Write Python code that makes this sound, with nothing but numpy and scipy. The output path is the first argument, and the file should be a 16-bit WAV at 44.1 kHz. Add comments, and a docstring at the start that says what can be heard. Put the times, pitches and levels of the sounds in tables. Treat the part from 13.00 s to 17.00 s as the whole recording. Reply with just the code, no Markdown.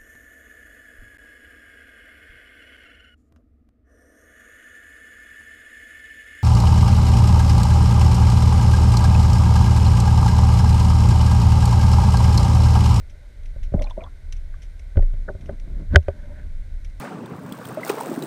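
"""Underwater beside a boat hull, heard from a diver's camera microphone in a watertight housing.
Moving water rumbles from the start, and sharp snaps tick near and far over a faint hiss.
Just after half a second, bumps ring the housing; air escapes with a thud and rings as a few bubbles.
From two seconds come more bumps and finger taps, and a glove rubs in tiny slips. The hardest knock
overloads near three seconds; the glove scrapes on briefly, leaving the rumble and the snaps."""
import sys
import numpy as np
from scipy import signal
from scipy.fft import rfft, irfft
from scipy.io import wavfile

SR = 44100
rng = np.random.default_rng(int(sys.argv[2]) if len(sys.argv) > 2 else 0)


def int16_out(signal):
    """Quantize to a 16-bit WAV file."""
    q = np.round(np.clip(np.atleast_2d(signal).T, -1, 1) * 32767)
    wavfile.write(sys.argv[1], SR, q.astype(np.int16))


N = 176400
TIME = np.arange(N) / SR


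def from_db(db):
    """Decibels to gain."""
    return 10 ** (np.asarray(db) / 20)


def level(curve):
    """Gain over time from (time [s], level [dB]) points."""
    return from_db(np.interp(TIME, *np.transpose(curve)))


def colour(x, spectrum):
    """Give a steady noise a spectrum; rms 1."""
    hz, db = np.transpose(spectrum)
    bins_hz = np.arange(N // 2 + 1) * SR / N
    gain = from_db(np.interp(np.log(bins_hz + .01), np.log(hz), db))
    shaped = irfft(rfft(x) * gain, N)
    return shaped / shaped.std()


def noise(spectrum):
    """Coloured noise, rms 1."""
    return colour(rng.standard_normal(N), spectrum)


def drift(rate_hz):
    """A line wandering between random values."""
    return np.interp(TIME * rate_hz, np.arange(1000), rng.standard_normal(1000))


def clicks(times, db):
    """Single impulses at the given times."""
    return np.bincount((np.asarray(times) * SR).astype(int), from_db(db), N)[:N]


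def fade(hits, rise, t60):
    """Each impulse starts an envelope that rises quickly, then dies."""
    lag = np.exp(-1 / (rise * SR))
    decay = np.exp(-np.log(1000) / (t60 * SR))
    return signal.lfilter([1 - lag], np.convolve([1, -lag], [1, -decay]), hits + 1e-18)


def burst(start, hz, db, rise, t60, glide=0):
    """A sine that swells, then dies; its pitch climbs by the share `glide` each second."""
    out, first = np.zeros(N), int(start * SR)
    t = TIME[:min(int((rise + 1.5 * t60) * SR), N - first)]
    swell = np.sin(np.pi / 2 * np.minimum(t / rise, 1)) ** 2
    dying = np.exp(-np.log(1000) * np.maximum(t - rise, 0) / t60)
    tone = np.sin(2 * np.pi * hz * t * (1 + glide * t / 2))
    out[first:first + len(t)] = from_db(db) * swell * dying * tone
    return out


# Steady hiss and whine at the microphone: (frequency [Hz], relative level [dB])
HISS_SPECTRUM = [(100, 2), (400, 1), (500, -0.5), (600, 2), (750, -6), (1250, -11.5), (1520, 0), (1750, -7),
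                 (2100, -0.5), (2700, -15), (3900, -10), (4800, -16), (6200, -17), (7800, -20.5),
                 (9200, -21), (12000, -24), (15500, -37)]
WHINE_SPECTRUM = [(8000, -40), (8400, -8), (8550, 0), (8700, -8), (9100, -40)]
def hiss():
    """A faint hiss with a fainter high whine, behind everything else."""
    return from_db(-57.5) * noise(HISS_SPECTRUM) + from_db(-81) * noise(WHINE_SPECTRUM)


# Water moving all around the housing: (time [s], level [dB])
FLOW_LEVEL = [(0, -30), (.27, -36.5), (.6, -26), (1.1, -32.5), (1.35, -29), (1.9, -32), (2.3, -29),
              (2.6, -32), (2.9, -26.5), (3.05, -32), (3.3, -31), (3.5, -27), (4, -31)]
# Its rumble, heard from inside: (frequency [Hz], relative level [dB])
RUMBLE_SPECTRUM = [(12, -31.5), (20, 0.5), (30, 5), (52, -11.5), (72, -4), (88, -14), (108, -22.5),
                   (140, -26), (180, -35), (300, -43.5), (500, -84.5)]
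# Low booms at the microphone: (time [s], frequency [Hz], level [dB], rise [s], t60 [s])
LOW_BOOMS = [(0.595, 29, -15.5, 0.048, 0.51), (0.754, 29.4, -12, 0.027, 0.46),
             (1.967, 28.18, -6, 0.049, 0.66), (2.733, 29.8, -18, 0.035, 0.26),
             (2.888, 66.7, -11.5, 0.046, 0.079)]
def water():
    """Moving water rumbles; a few low booms swell and die, mostly around the bumps."""
    return level(FLOW_LEVEL) * noise(RUMBLE_SPECTRUM) + sum(burst(*boom) for boom in LOW_BOOMS)


# Nearer snaps, out in the water: (time [s], level [dB], t60 [s])
NEAR_SNAPS = [(0.097, -52.5, 0.073), (0.4338, -53, 0.023), (.456, -49, 0.04), (0.63, -47, 0.087),
              (0.8203, -36, 0.042), (0.8415, -47, 0.0099), (0.897, -47, 0.045), (0.906, -68, 0.018),
              (1.036, -53, 0.017), (1.3243, -33, 0.025), (1.365, -52.5, 0.052), (1.619, -48.5, 0.12),
              (1.7938, -45.5, 0.028), (2.409, -54, 0.056), (2.458, -54, 0.058), (2.5986, -46.5, 0.017),
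              (3.027, -56, 0.029), (3.8465, -45.5, 0.042), (3.898, -58, 0.027)]
# A snap as it reaches the microphone: (frequency [Hz], relative level [dB])
SNAP_SPECTRUM = [(500, -27.5), (1400, 1.5), (2200, 13), (3500, 7), (4700, -0.5), (5800, 10), (7500, -6.5),
                 (10000, -5), (15000, -30)]
def snaps(tail_db=-25, tail_t60=0.2, far_per_s=31, far_db=-71, far_t60=0.027):
    """Sharp ticks, near and far, smeared by reflections from hull and surface."""
    rise_share = 0.012  # of the decay time
    near = sum(fade(clicks([start], [db]), rise_share * t60, t60) for start, db, t60 in NEAR_SNAPS)
    times, levels_db, _ = np.transpose(NEAR_SNAPS)
    tails = fade(clicks(times, levels_db + tail_db), rise_share * tail_t60, tail_t60)
    far_hits = (rng.random(N) < far_per_s / SR) * from_db(far_db + 2 * rng.standard_normal(N))
    far = fade(far_hits, rise_share * far_t60, far_t60)
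    return noise(SNAP_SPECTRUM) * (near + tails + far)


def bubble(start, hz, db, rise_cycles=2.06, t60_at_1khz=0.041):
    """A bubble swells over a few cycles, rings and rises in pitch; small ones die sooner."""
    t60 = t60_at_1khz * (1000 / hz) ** 0.63
    return burst(start, hz, db, rise_cycles / hz, t60, glide=0.58)


def froth(start, length, first_hz, last_hz, db, count=48, pitch_spread=.3, spread_db=3.5):
    """A release of air breaks into ever smaller bubbles."""
    out = np.zeros(N)
    for progress in np.linspace(0, 1, count):
        higher, louder = rng.standard_normal(2)
        hz = first_hz * (last_hz / first_hz) ** progress * np.exp(pitch_spread * higher)
        out += bubble(start + length * progress, hz, db + spread_db * louder)
    return out


# Single bubbles beside the hull: (time [s], pitch [Hz], level [dB])
SINGLE_BUBBLES = [(.762, 620, -40.5), (.777, 620, -33), (.791, 2110, -39.5), (0.797, 3440, -43),
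                  (.792, 650, -30.5), (.811, 586, -25), (0.81, 1014, -41), (.821, 604, -44.5),
                  (.842, 4100, -33.5), (.843, 817, -36.5), (0.86, 3540, -48), (.866, 1050, -39),
                  (.869, 815, -50), (.871, 2430, -37.5), (.908, 3450, -35), (0.909, 987, -33),
                  (.977, 636, -24.5), (1.007, 2390, -39), (1.008, 650, -44), (1.017, 2220, -41.5),
                  (1.022, 680, -34.5), (1.039, 3420, -36), (1.037, 1044, -40), (1.042, 1010, -35.5),
                  (1.063, 1150, -37), (1.067, 820, -50), (1.084, 1340, -52), (1.54, 1560, -40.5),
                  (1.542, 1160, -44.5)]
# Froth in each release of air: (time [s], length [s], first pitch [Hz], last pitch [Hz], level [dB])
AIR_RELEASES = [(0.76, .16, 600, 1050, -49), (0.961, .115, 620, 1050, -50)]
# Water churning as the air tears loose: (time [s], level [dB], t60 [s])
CHURN_PULSES = [(0.756, -27.5, 0.12), (.792, -28, 0.17), (.866, -44, 0.14), (0.977, -30, 0.081),
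                (1.01, -45, 0.32)]
# The churn at the microphone: (frequency [Hz], relative level [dB])
CHURN_SPECTRUM = [(70, 5.5), (150, 3.5), (220, 1.5), (330, -3), (420, -10), (600, -1), (900, -29),
                  (1500, -28.5), (2500, -52.5)]
def bubbles(echo_db=-9, echo_t60=0.04):
    """Single bubbles and froth over churning water, smeared by the hull close by."""
    direct = sum(bubble(*row) for row in SINGLE_BUBBLES) + sum(froth(*row) for row in AIR_RELEASES)
    churning = sum(fade(clicks([start], [db]), rise=0.0017, t60=t60) for start, db, t60 in CHURN_PULSES)
    direct += noise(CHURN_SPECTRUM) * churning
    scatter = rng.standard_normal(N) * np.exp(-np.log(1000) * TIME / echo_t60)
    echo = signal.fftconvolve(direct, scatter / np.linalg.norm(scatter))[:N]
    return direct + from_db(echo_db) * echo


def friction(spectrum, curve, slips_per_s=2500, flutter_db=3.45, flutter_hz=30.38):
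    """Dense tiny slips of the glove, coloured by the housing; the level flutters."""
    slips = (rng.random(N) < slips_per_s / SR) * rng.standard_normal(N)
    return colour(slips, spectrum) * level(curve) * from_db(flutter_db * drift(flutter_hz))


# The glove on the housing, right by the microphone: (time [s], level [dB])
RUB_LEVEL = [(0, -79.5), (1.9, -76), (2.05, -46.5), (2.22, -49), (2.4, -38), (2.52, -33.5), (2.599, -48),
             (2.68, -37), (2.76, -36), (2.83, -36.5), (2.885, -58), (2.904, -41), (2.94, -18), (3.02, -71),
             (3.13, -43), (3.19, -38.5), (3.28, -42.5), (3.4, -41.5), (3.47, -52.5), (3.539, -65), (4, -51)]
SCRAPE_LEVEL = [(0, -67.5), (2.6, -83), (2.76, -59), (2.86, -78), (2.942, -55), (3.0, -84), (3.14, -56.5),
                (3.24, -50.5), (3.3, -52), (3.381, -57), (3.44, -64), (4, -92)]
RASP_LEVEL = [(0, -87), (2.86, -97), (2.905, -57), (2.943, -49), (2.991, -90), (3.07, -58), (3.11, -62),
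              (3.16, -65.5), (3.24, -58.5), (3.3, -73.5), (3.37, -55), (3.44, -64.5), (3.5, -75.5),
              (4, -83)]
# Each touch heard through the housing wall: (frequency [Hz], relative level [dB])
RUB_SPECTRUM = [(60, 9.5), (130, 4), (210, 1.5), (300, -4.5), (390, -11), (480, -17), (600, -10.5),
                (800, -26.5), (1250, -28), (1550, -29.5), (2200, -44.5), (3500, -41.5), (8000, -62),
                (16000, -62.5)]
SCRAPE_SPECTRUM = [(200, -35), (340, -11.5), (388, -6), (450, -8.5), (520, -6.5), (590, 23.5), (660, -5.5),
                   (770, 2), (950, 1.5), (1250, -21), (2000, -14), (5000, -44.5), (12000, -56)]
RASP_SPECTRUM = [(900, -14), (1300, -17), (1500, 9.5), (1720, 5), (2000, -2), (2600, -13.5), (3500, -19),
                 (6000, -39.5), (12000, -45.5)]
def glove():
    """The glove rubs dully, scrapes hard enough to ring the housing, and rasps where it catches."""
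    rub = friction(RUB_SPECTRUM, RUB_LEVEL)
    scrape = friction(SCRAPE_SPECTRUM, SCRAPE_LEVEL)
    rasp = friction(RASP_SPECTRUM, RASP_LEVEL)
    return rub + scrape + rasp


# Bumps and finger taps on the housing, and the thud of escaping air near one second, all very close:
# (time [s], thump [dB], boom [dB], body [dB], ring [dB], crack [dB], contact time [s])
IMPACTS = [(.560, -33.5, -66, -39.5, -53.5, -70, .0035), (0.72, -26, -31, -39, -58, -78, 0.0048),
           (.7375, -40, -61, -20, -48, -53, 0.0033), (.7415, -12.5, 2, -26.5, -47, -77, 0.0024),
           (.976, -45, -30.5, -33, -64, -56, 0.0029), (1.955, -23, -50, -35.5, -47, -73, 0.0055),
           (1.9700, -8, -8, -36, -34.5, -38.5, 0.0029), (1.9735, -14, -14.5, -22.5, -40, -64, 0.0016),
           (1.99, -40, -14.5, -29, -47, -62.5, 0.003), (2.024, -31, -43, -33.5, -58, -44.5, 0.0031),
           (2.135, -29, -55, -45, -52, -56, 0.0065), (2.277, -65, -25.5, -32.5, -34, -89, 0.0097),
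           (2.2865, -55, -35, -29, -25, -86, 0.0028), (2.293, -33, -30.5, -25.5, -71, -78, 0.0083),
           (2.345, -28.5, -41, -39, -55, -73, 0.0084), (2.490, -34, -29.5, -24, -37, -57, 0.0056),
           (2.9452, -14.5, -18, -23, -20, -49, 0.0037), (2.9575, -7, -4, -12.5, 3, -11, 0.0027),
           (2.9605, -6, -11, -19.5, -16.5, -58.5, 0.0056), (3.0825, -21, -28.5, -15.5, -35, -37.5, 0.0027)]
# Where thump, boom, body, ring and crack lie: (frequency [Hz])
ZONES_HZ = [80, 180, 550, 1550, 4000]
# Modes of the housing around the microphone: (frequency [Hz], relative level [dB], t60 [s])
HOUSING_MODES = [(79.6, 5, 0.11), (144, -6, .045), (180.7, -7.5, 0.04), (248, -23, 0.023),
                 (388.5, -2, 0.068), (561, -0.5, 0.053), (633.4, -5.5, 0.055), (740.5, -18.5, 0.06),
                 (893, -13, 0.015), (1225, -12, 0.023), (1497, -1.5, 0.021), (1652, -4, 0.0081),
                 (1989, -3, 0.0087), (2610, -18, .012), (3158, -6.5, 0.006), (4700, -13, 0.009)]
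# An impact's hard crack and soft scuff: (frequency [Hz], relative level [dB])
CRACK_SPECTRUM = [(300, -27.5), (1000, -7), (1600, 7.5), (2200, 11.5), (2650, 5.5), (3200, -4.5),
                  (3800, -1.5), (4250, -7), (5100, -21.5), (5800, -18.5), (7500, -12), (11000, -26.5),
                  (16000, -32)]
SCUFF_SPECTRUM = [(100, -21), (250, 7), (420, -15.5), (700, 19), (950, 3.5), (1300, -6), (2500, -54)]
def impacts(scuff_db=-11, spread_db=1.5, detune=.009):
    """Each impact scuffs and rings the housing; soft ones swell slowly, hard ones crack."""
    times, *_, crack_db, _ = np.transpose(IMPACTS)
    cracks = fade(clicks(times, crack_db), rise=0.00023, t60=0.023)
    scuffs = sum(fade(clicks([start], [body_db + scuff_db]), rise=0.356 * contact_s, t60=0.055)
                 for start, _, _, body_db, _, _, contact_s in IMPACTS)
    out = noise(CRACK_SPECTRUM) * cracks + noise(SCUFF_SPECTRUM) * scuffs
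    for start, *zones_db, contact_s in IMPACTS:
        for k, (hz, mode_db, t60) in enumerate(HOUSING_MODES):
            louder, higher = rng.standard_normal(2)
            strength_db = np.interp(np.log(hz), np.log(ZONES_HZ), zones_db) + spread_db * louder
            gripped_hz = hz * (1 + detune * higher)  # the grip shifts each mode a little
            out += (-1) ** k * burst(start, gripped_hz, mode_db + strength_db, contact_s, t60)
    return out


def scene():
    """Everything at the one microphone inside the housing."""
    return (hiss() + water() + snaps() + bubbles() + glove() + impacts())[None]


def record(dry, knee=5, cutoff_hz=16700):
    """The camera overloads softly on the hardest knock and cuts the highest treble."""
    rounded = dry / (2.0 + np.abs(dry) ** knee) ** (1 / knee)
    lowpass = signal.cheby2(12, 70, cutoff_hz, fs=SR, output="sos")
    return signal.sosfilt(lowpass, rounded)


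dry = scene()
out = record(dry)
int16_out(out)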